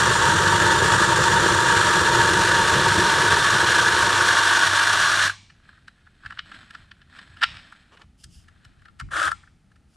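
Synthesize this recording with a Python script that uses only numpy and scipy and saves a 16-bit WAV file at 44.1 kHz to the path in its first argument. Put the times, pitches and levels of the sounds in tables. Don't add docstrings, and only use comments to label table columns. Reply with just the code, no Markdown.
import sys
import numpy as np
from scipy import signal
from scipy.fft import rfft, irfft
from scipy.io import wavfile
from scipy.ndimage import uniform_filter1d, minimum_filter1d

SR = 44100
rng = np.random.default_rng(int(sys.argv[2]) if len(sys.argv) > 2 else 0)


def wrap_up_sound(samples):
    columns = np.atleast_2d(samples).T
    tamed = np.clip(columns, -1, 1)
    steps = np.round(tamed * 32767).astype(np.int16)
    wavfile.write(sys.argv[1], SR, steps)


N = 439236
T = np.arange(N) / SR
HZ = np.fft.rfftfreq(8192, 1 / SR)

# pitch_hz, level_db
KNOCK_COLOUR = [(200, -40), (430, -24.5), (650, -10), (950, -12), (1300, 3), (1750, 6), (2100, -16.5),
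                (2900, -12), (4200, -18.5), (5300, -24), (6200, -31), (8400, -27), (11000, -40),
                (15000, -58)]


def running_saw():
    # time_s, level_db
    whip_strength = [(0, 0), (1.4, -1), (3.05, -2.5), (3.4, -5), (4.1, -8.5), (4.45, -15.5), (5.27, -19.5)]
    # time_s, share (0 slack, 1 seated)
    seating = [(0, 0), (1.2, .05), (3.4, 0.81), (4.2, 0.81), (4.5, 0.92), (5.3, 1)]
    # pitch_hz, level_db
    thud_colour = [(15, -20.5), (35, -22), (55, -8), (100, 2.5), (140, 0.5), (195, -1), (235, -20),
                   (330, -24), (700, -56)]
    # pitch_hz, slack_db, seated_db
    flutter_colour = np.array([(120, -40.5, -36), (283, -17, -9), (338.6, -1.5, 2.5), (351, 0.5, -5.5),
                               (398, -6.5, -4), (496, -5, -16.5), (515, -4.5, -14), (567, -12.5, 1),
                               (597, -5, -1), (661, -18, 4), (717, -18, -2), (800, -17, -2),
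                               (1120, -26, -16.5), (2480, -52, -53.5)])
    sprocket_hz = 49.54
    brake_s, brake_db_per_s = 5.27, 410

    whip_db = curve(whip_strength)[0] + 0.56 * wander(hz=6.9)
    settled, = curve(seating)
    turn = 2 * np.pi * np.cumsum(sprocket_hz * (1 + 0.0085 * wander(hz=2.6))) / SR
    slap = amp(0.65 * np.cos(turn) + 1.0 * wander(hz=45))
    links = slap * clatter(per_s=1400, share=0.18)

    slack, seated = housing_colours()
    treble = 1 / (1 + (2200 / (HZ + 1)) ** 8)
    low_db = 20 * np.log10(1 - treble + 1e-9)
    high_db = 20 * np.log10(treble + 1e-9)
    lumps = amp(0.65 * np.cos(turn) + 0.28 * wander(hz=70))
    boom = seat(links * lumps, slack + low_db, seated + low_db, settled)
    hiss = seat(links, slack + high_db, seated + high_db, settled)
    chain = amp(-19.5 + 0.7 * settled) * boom + amp(-25.5 + 1.33 * settled) * hiss

    whip = amp(1.3 * wander(hz=25.7)) * clatter(per_s=260, share=0.37)
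    thud = amp(-28 + 1.1 * whip_db) * unit(ring(whip, read(thud_colour)))

    slack_bar, seated_bar = read(flutter_colour[:, [0, 1]]), read(flutter_colour[:, [0, 2]])
    flutter = amp(-27.5 + 0.22 * whip_db) * seat(whip, slack_bar, seated_bar, settled ** 6)
    flutter = flutter * release(4.35, db_per_s=8)

    bar_hz, bar_half_width_hz = 931.8, 31.8
    bar_colour = -20 * np.log10(1 + ((HZ - bar_hz) / bar_half_width_hz) ** 2)
    bar_ring = unit(ring(slap * clatter(per_s=300, share=0.63), bar_colour))
    bar = amp(-24.5 + 0.25 * whip_db) * bar_ring * release(5.03, db_per_s=90)

    hum = amp(-40.5 + 2.4 * wander(hz=10)) * np.sin(2 * turn) * release(brake_s, db_per_s=92)
    return release(brake_s, brake_db_per_s) * (chain + thud + flutter + bar) + hum


def housing_colours(ripple_db=1.64):
    # pitch_hz, slack_db, seated_db
    broad = np.array([(398, -28.5, -32.5), (1042, -16, -19), (1371, -5.5, -10.5), (1453, -3, -1.5),
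                      (1727, 1, 0), (1854, -6.5, -10), (2150, -11.5, -10), (3430, -14, -13),
                      (4910, -25, -21), (7200, -20.5, -21.5), (9830, -25.0, -24), (11740, -40, -38.5),
                      (14000, -45, -45), (15500, -51, -57.5)])
    # pitch_hz, width_hz, slack_db, seated_db
    peaks = np.array([(1128, 190, 10.5, 13), (2340, 160, 5, 4.5), (2856, 92, 6.5, 5), (3570, 130, 4, 4.5),
                      (4100, 320, 5.5, 5.5), (4585, 220, 7.5, 4), (5000, 300, 6, 2.5),
                      (5674, 320, 7.5, 6.5), (6540, 660, 3.5, 3), (7260, 510, 4.5, -0.5),
                      (8600, 350, 4.5, 1.0)])
    bells = 1 / (1 + (2 * (HZ[:, None] - peaks[:, 0]) / peaks[:, 1]) ** 2)
    small = ripple_db * ripple()
    return [read(broad[:, [0, k]]) + bells @ peaks[:, k + 1] + small for k in (1, 2)]


def seat(x, slack_db, seated_db, share):
    share = np.clip(share, 0, 1)
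    return (1 - share) * unit(ring(x, slack_db)) + share * unit(ring(x, seated_db))


def knocks(rise_s=0.0032, fall_s=0.0038, blow_db=3, chatter=0.27):
    # time_s, peak_db, then middle snap_db and high tick_db against the low clack
    knock_list = [(5.297, -19, -14, -27), (5.502, -47, 2, -18), (5.691, -41, -12, -27),
                  (5.731, -50, -25, -30), (5.777, -50, -25, -30), (5.8817, -35.5, -5.5, -17),
                  (6.072, -48, -22, -38), (6.236, -45, -17, -38), (6.25, -38, -17, -38),
                  (6.2615, -29, -9, -24), (6.3063, -30.5, -12, -28), (6.324, -35.5, -11, -31),
                  (6.374, -37, -14, -31), (6.3915, -24.5, 4, -41), (6.518, -37, -9, -29),
                  (6.544, -39, -3, -26), (6.7078, -39, -3, -14), (6.7498, -31.5, -9, -27),
                  (6.916, -37.5, 0, -24), (7.017, -49, -1, -22), (7.19, -35.5, -4, -22),
                  (7.371, -41.5, -4.5, -22), (7.418, -22, -6.5, -23), (7.427, -13, -9.5, -33),
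                  (7.4363, -7.5, 0.5, -20), (7.569, -36.5, 5, -17), (7.724, -38, -19, -21),
                  (7.973, -46.5, -1, -19), (8.018, -44.5, -1, -17), (8.2415, -40, 13, 18),
                  (8.4845, -47, -4.5, -12), (8.65, -47.5, 0.5, -5), (8.82, -51, -8.5, -16.5),
                  (8.856, -44, -6, -21), (8.8837, -46, -10, -25), (9, -32, -5, -10.5),
                  (9.01, -34, -12, -18.5), (9.086, -50, -20, -30), (9.1165, -34, -16, -20),
                  (9.168, -24, -12, -22), (9.198, -21, -6, -13), (9.2297, -23, -12, -11),
                  (9.2538, -21, -16, -10), (9.279, -17.5, -22, -30), (9.3166, -18, -21, -19),
                  (9.435, -48.5, -24, -27.5), (9.475, -48.5, -22.5, -32), (9.717, -55, -10, -15),
                  (9.7602, -58, -5, -12)]
    # pitch_hz, width_hz, level_db
    blow_rings = [(1240, 28, 2), (1365, 48, 6), (1670, 86, 0), (2120, 90, 6.5), (2620, 90, 0.5),
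                  (2950, 100, 6), (3730, 120, 0)]
    t = np.arange(-SR // 25, SR // 16) / SR
    out = np.zeros(N + len(t))
    edges = [((750, 2200), "band"), ((2200, 5500), "band"), (5500, "high")]
    bands = [signal.butter(4, hz, kind, fs=SR, output="sos") for hz, kind in edges]
    rings_db = sum(db / (1 + (2 * (HZ - hz) / width) ** 2) for hz, width, db in blow_rings)
    for s, peak_db, snap_db, tick_db in knock_list:
        touches = rng.standard_normal(len(t)) * (rng.random(len(t)) < chatter)
        contact = touches * np.exp(np.where(t < 0, t / rise_s, -t / fall_s))
        contact[np.argmin(abs(t))] += amp(blow_db)
        body = ring(contact, read(KNOCK_COLOUR) + rings_db + 1.2 * ripple())
        levels = (0, snap_db, tick_db)
        knock = sum(amp(db) * unit(signal.sosfilt(band, body)) for band, db in zip(bands, levels))
        peak = np.sqrt(uniform_filter1d(knock ** 2, size=88).max())
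        start = round((s + t[0] + .0008) * SR)
        out[start:start + len(t)] += amp(peak_db) * knock / peak
    return out[:N]


def rattle():
    # pitch_hz, level_db
    rattle_colour = [(150, -67), (250, -34), (330, -15), (372, -31), (613, -14.5), (768, -20), (944, -22),
                     (1240, -4), (1380, -1), (1760, -5), (2120, -24), (3330, -16.5), (4540, -28),
                     (9540, -28.5), (15500, -70)]
    start_s, rise_s, stop_s = 9.105, 0.045, 9.28
    speed = 1 - np.exp(-np.maximum(T - start_s, 0) / rise_s)
    links = clatter(per_s=430, share=0.18) * amp(0.9 * wander(hz=110))
    run = unit(ring(links, read(rattle_colour)))
    return amp(-23.3) * speed * release(stop_s, db_per_s=698) * run


def sliding_chain(steel_ripple_db=3.5, jiggle_db=-7):
    # start_s, length_s, level_db
    slide_list = [(5.6, 0.26, -60), (6.18, 0.36, -54.5), (6.44, 0.29, -47.5), (6.66, 0.26, -53.5),
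                  (7.08, 0.26, -49.5), (7.25, 0.46, -53), (7.44, 0.31, -50), (7.62, 0.35, -57),
                  (8.3, 0.85, -64.5)]
    # pitch_hz, level_db
    slide_colour = [(120, -16.5), (190, -6), (300, -12.5), (430, -26), (600, -15.5), (850, -20.5),
                    (1300, -11), (1620, -3.5), (2070, -14.5), (2600, -14.5), (3600, -13.5), (5250, -23),
                    (5800, -32.5), (7400, -32), (8200, -25), (9200, -43.5), (10600, -34), (12000, -56.5),
                    (15000, -61)]
    turn_start_s, turn_end_s, creep_db = 5.5, 8.03, -66.5
    turning = uniform_filter1d(1. * (T > turn_start_s) * (T < turn_end_s), size=4000)
    movement = np.hypot(strokes(slide_list, rise=.33), amp(creep_db) * turning)
    slips = clatter(per_s=390, share=.25) * amp(1.3 * wander(hz=40))
    slide = unit(ring(slips, read(slide_colour) + steel_ripple_db * ripple()))
    ticks = unit(ring(clatter(per_s=55, share=0.78), read(KNOCK_COLOUR)))
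    return movement * (slide + amp(jiggle_db) * ticks)


def hands():
    # start_s, length_s, level_db
    rub_list = [(7.908, 0.061, -49.5), (7.97, 0.083, -53)]
    # start_s, length_s, level_db
    brush_list = [(8.17, 0.12, -61), (8.28, 0.2, -58), (9.86, 0.3, -69.5)]
    # time_s, level_db
    bump_list = [(6.24, -48), (6.42, -56), (6.57, -57), (6.78, -54), (7.29, -49.5), (7.46, -45),
                 (8.03, -50), (8.24, -45), (8.35, -53.5), (8.65, -49.5), (9.014, -36.5), (9.25, -43.5)]
    # pitch_hz, level_db
    rub_colour = [(180, -40), (300, -6), (781, -11), (1080, -3.5), (2070, -16), (3090, -13), (4070, -22),
                  (8290, -30), (12000, -47), (15600, -77), (22000, -120)]
    brush_colour = [(880, -48.5), (1500, -26.5), (2220, -12.5), (2860, 8), (4020, -6), (4980, 8), (6060, 0),
                    (10100, -1), (15500, -28.5)]
    grip_colour = [(12, -41.5), (20, -12.5), (76, 5), (109, -1), (131, -4.5), (166, -6), (206, -15.5),
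                   (344, -24.5), (400, -32), (520, -62), (880, -120)]

    rub_sound = unit(ring(clatter(per_s=160, share=0.42), read(rub_colour)))
    rub = strokes(rub_list, rise=0.47) * rub_sound
    brush_sound = unit(ring(clatter(per_s=700, share=.15), read(brush_colour)))
    brush = strokes(brush_list, rise=0.32) * brush_sound

    bump_rise_s = 0.017
    bumps = 0
    for s, db in bump_list:
        swell = np.clip((T - s) / bump_rise_s, 0, 1)
        bumps = bumps + amp(db) * swell * release(s + bump_rise_s, db_per_s=101)
    hold = amp(-65 + 3 * wander(hz=6))
    grip = np.hypot(bumps, hold) * unit(ring(rng.standard_normal(N), read(grip_colour)))
    return rub + brush + grip


def strokes(rows, rise):
    return sum(amp(db) * np.interp(T, [s, s + rise * length, s + length], [0, 1, 0])
               for s, length, db in rows)


def garage(x):
    # pitch_hz, time to fall by 60 dB (t60_s), level_db
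    echo_bands = [(150, .5, -4.5), (450, .4, -15.5), (900, .65, -1.5), (1504, 0.28, -15.5), (2202, 0.57, 7),
                  (2893, 0.47, 3.5), (5010, 0.57, 2.5), (8300, 0.49, 4), (9200, .45, 0), (11500, .3, -2.5),
                  (15000, .25, -14.5)]
    taps = rng.standard_normal(SR) * (rng.random(SR) < .12) * (T[:SR] > .008)
    hz, t, z = signal.stft(taps, SR, nperseg=256)
    f, t60, db = np.transpose(echo_bands)
    decay = amp(np.interp(hz, f, db)[:, None] - 60 * t / np.interp(hz, f, t60)[:, None])
    tail = signal.istft(z * decay, SR, nperseg=256)[1]
    return signal.fftconvolve(x, tail / np.linalg.norm(tail))[:N]


def background_air():
    # pitch_hz, level_db
    air_colour = [(15, -24.5), (25, -5.5), (193, -11), (495, -30.5), (825, -28), (995, -37.5), (1370, -28),
                  (1570, -31), (7280, -43.5), (9530, -43), (15500, -71.5)]
    return amp(-60.5) * unit(ring(rng.standard_normal(N), read(air_colour)))


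def ports(x):
    # time_s, share (0 to 1)
    hand_near = [(8.1, 0), (8.3, 0.5), (8.98, 1), (9.33, 1), (9.45, 0.3)]
    # pitch_hz, level_db
    shadow_side = [(60, -9), (110, -10), (200, 0), (380, -15), (700, -3), (1290, -6), (2380, -18),
                   (4400, -17), (8120, -11), (15000, -5)]
    # pitch_hz, difference_db
    shadow_left = np.array([(700, 2), (1200, 9.5), (1700, -0.5), (2300, -0.5), (15000, 2)])
    # pitch_hz, level_db
    open_side = [(100, -38), (1300, -63.5), (4400, -51), (8000, -42), (11000, -18.5), (13000, -1.5),
                 (15000, -3)]
    near = np.clip(curve(hand_near)[0], 0, 1)
    left, right = ears(x, shadow_side)
    shadowed = np.array([shade(left, shadow_left * [1, .5]), shade(right, shadow_left * [1, -.5])])
    return (1 - near) * ears(x, open_side) + near * shadowed


def ears(x, side):
    return x + np.array([[1], [-1]]) * shade(np.roll(x, round(.011 * SR)), side)


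def clatter(per_s, share):
    impacts = rng.standard_normal(N) * (rng.random(N) < per_s / SR)
    return np.sqrt(share) * unit(impacts) + np.sqrt(1 - share) * rng.standard_normal(N)


def ripple():
    smooth = uniform_filter1d(uniform_filter1d(rng.standard_normal(len(HZ)), size=18), size=18)
    return unit(smooth) * np.clip(HZ / 4000, 0, 1)


def ring(x, db):
    log_gain = np.log(amp(np.maximum(np.r_[db, db[-2:0:-1]], -100)))
    taps = np.fft.ifft(np.exp(np.conj(signal.hilbert(log_gain)))).real[:len(db)]
    return signal.oaconvolve(x, taps)[:len(x)]


def shade(x, points):
    return irfft(rfft(x) * amp(read(points, np.fft.rfftfreq(N, 1 / SR))), N)


def read(points, hz=HZ):
    f, value = np.transpose(points)
    return np.interp(np.log(hz + 1), np.log(f + 1), value)


def curve(rows):
    s, *columns = np.transpose(rows)
    return [np.interp(T, s, c) for c in columns]


def wander(hz):
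    f = np.fft.rfftfreq(N, 1 / SR)
    return unit(irfft(rfft(rng.standard_normal(N)) * (f > 0) / (1 + (f / hz) ** 4), N))


def release(start_s, db_per_s):
    return amp(-db_per_s * np.clip(T - start_s, 0, 3))


def amp(db):
    return 10 ** (np.asarray(db) / 20)


def unit(x):
    return x / np.sqrt(np.mean(x ** 2) + 1e-20)


def scene(room_db=-20.0):
    near = running_saw() + knocks() + rattle() + sliding_chain() + hands()
    return ports(near + amp(room_db) * garage(near) + background_air())


def record(dry):
    ceiling = .6
    room_left = ceiling / np.maximum(abs(dry).max(0), ceiling)
    limited = dry * uniform_filter1d(minimum_filter1d(room_left, size=131), size=131)
    lowpass = signal.firwin(511, 15600, window=("kaiser", 9), fs=SR)
    return signal.oaconvolve(limited, lowpass[None], "same")


dry = scene()
out = record(dry)
wrap_up_sound(out)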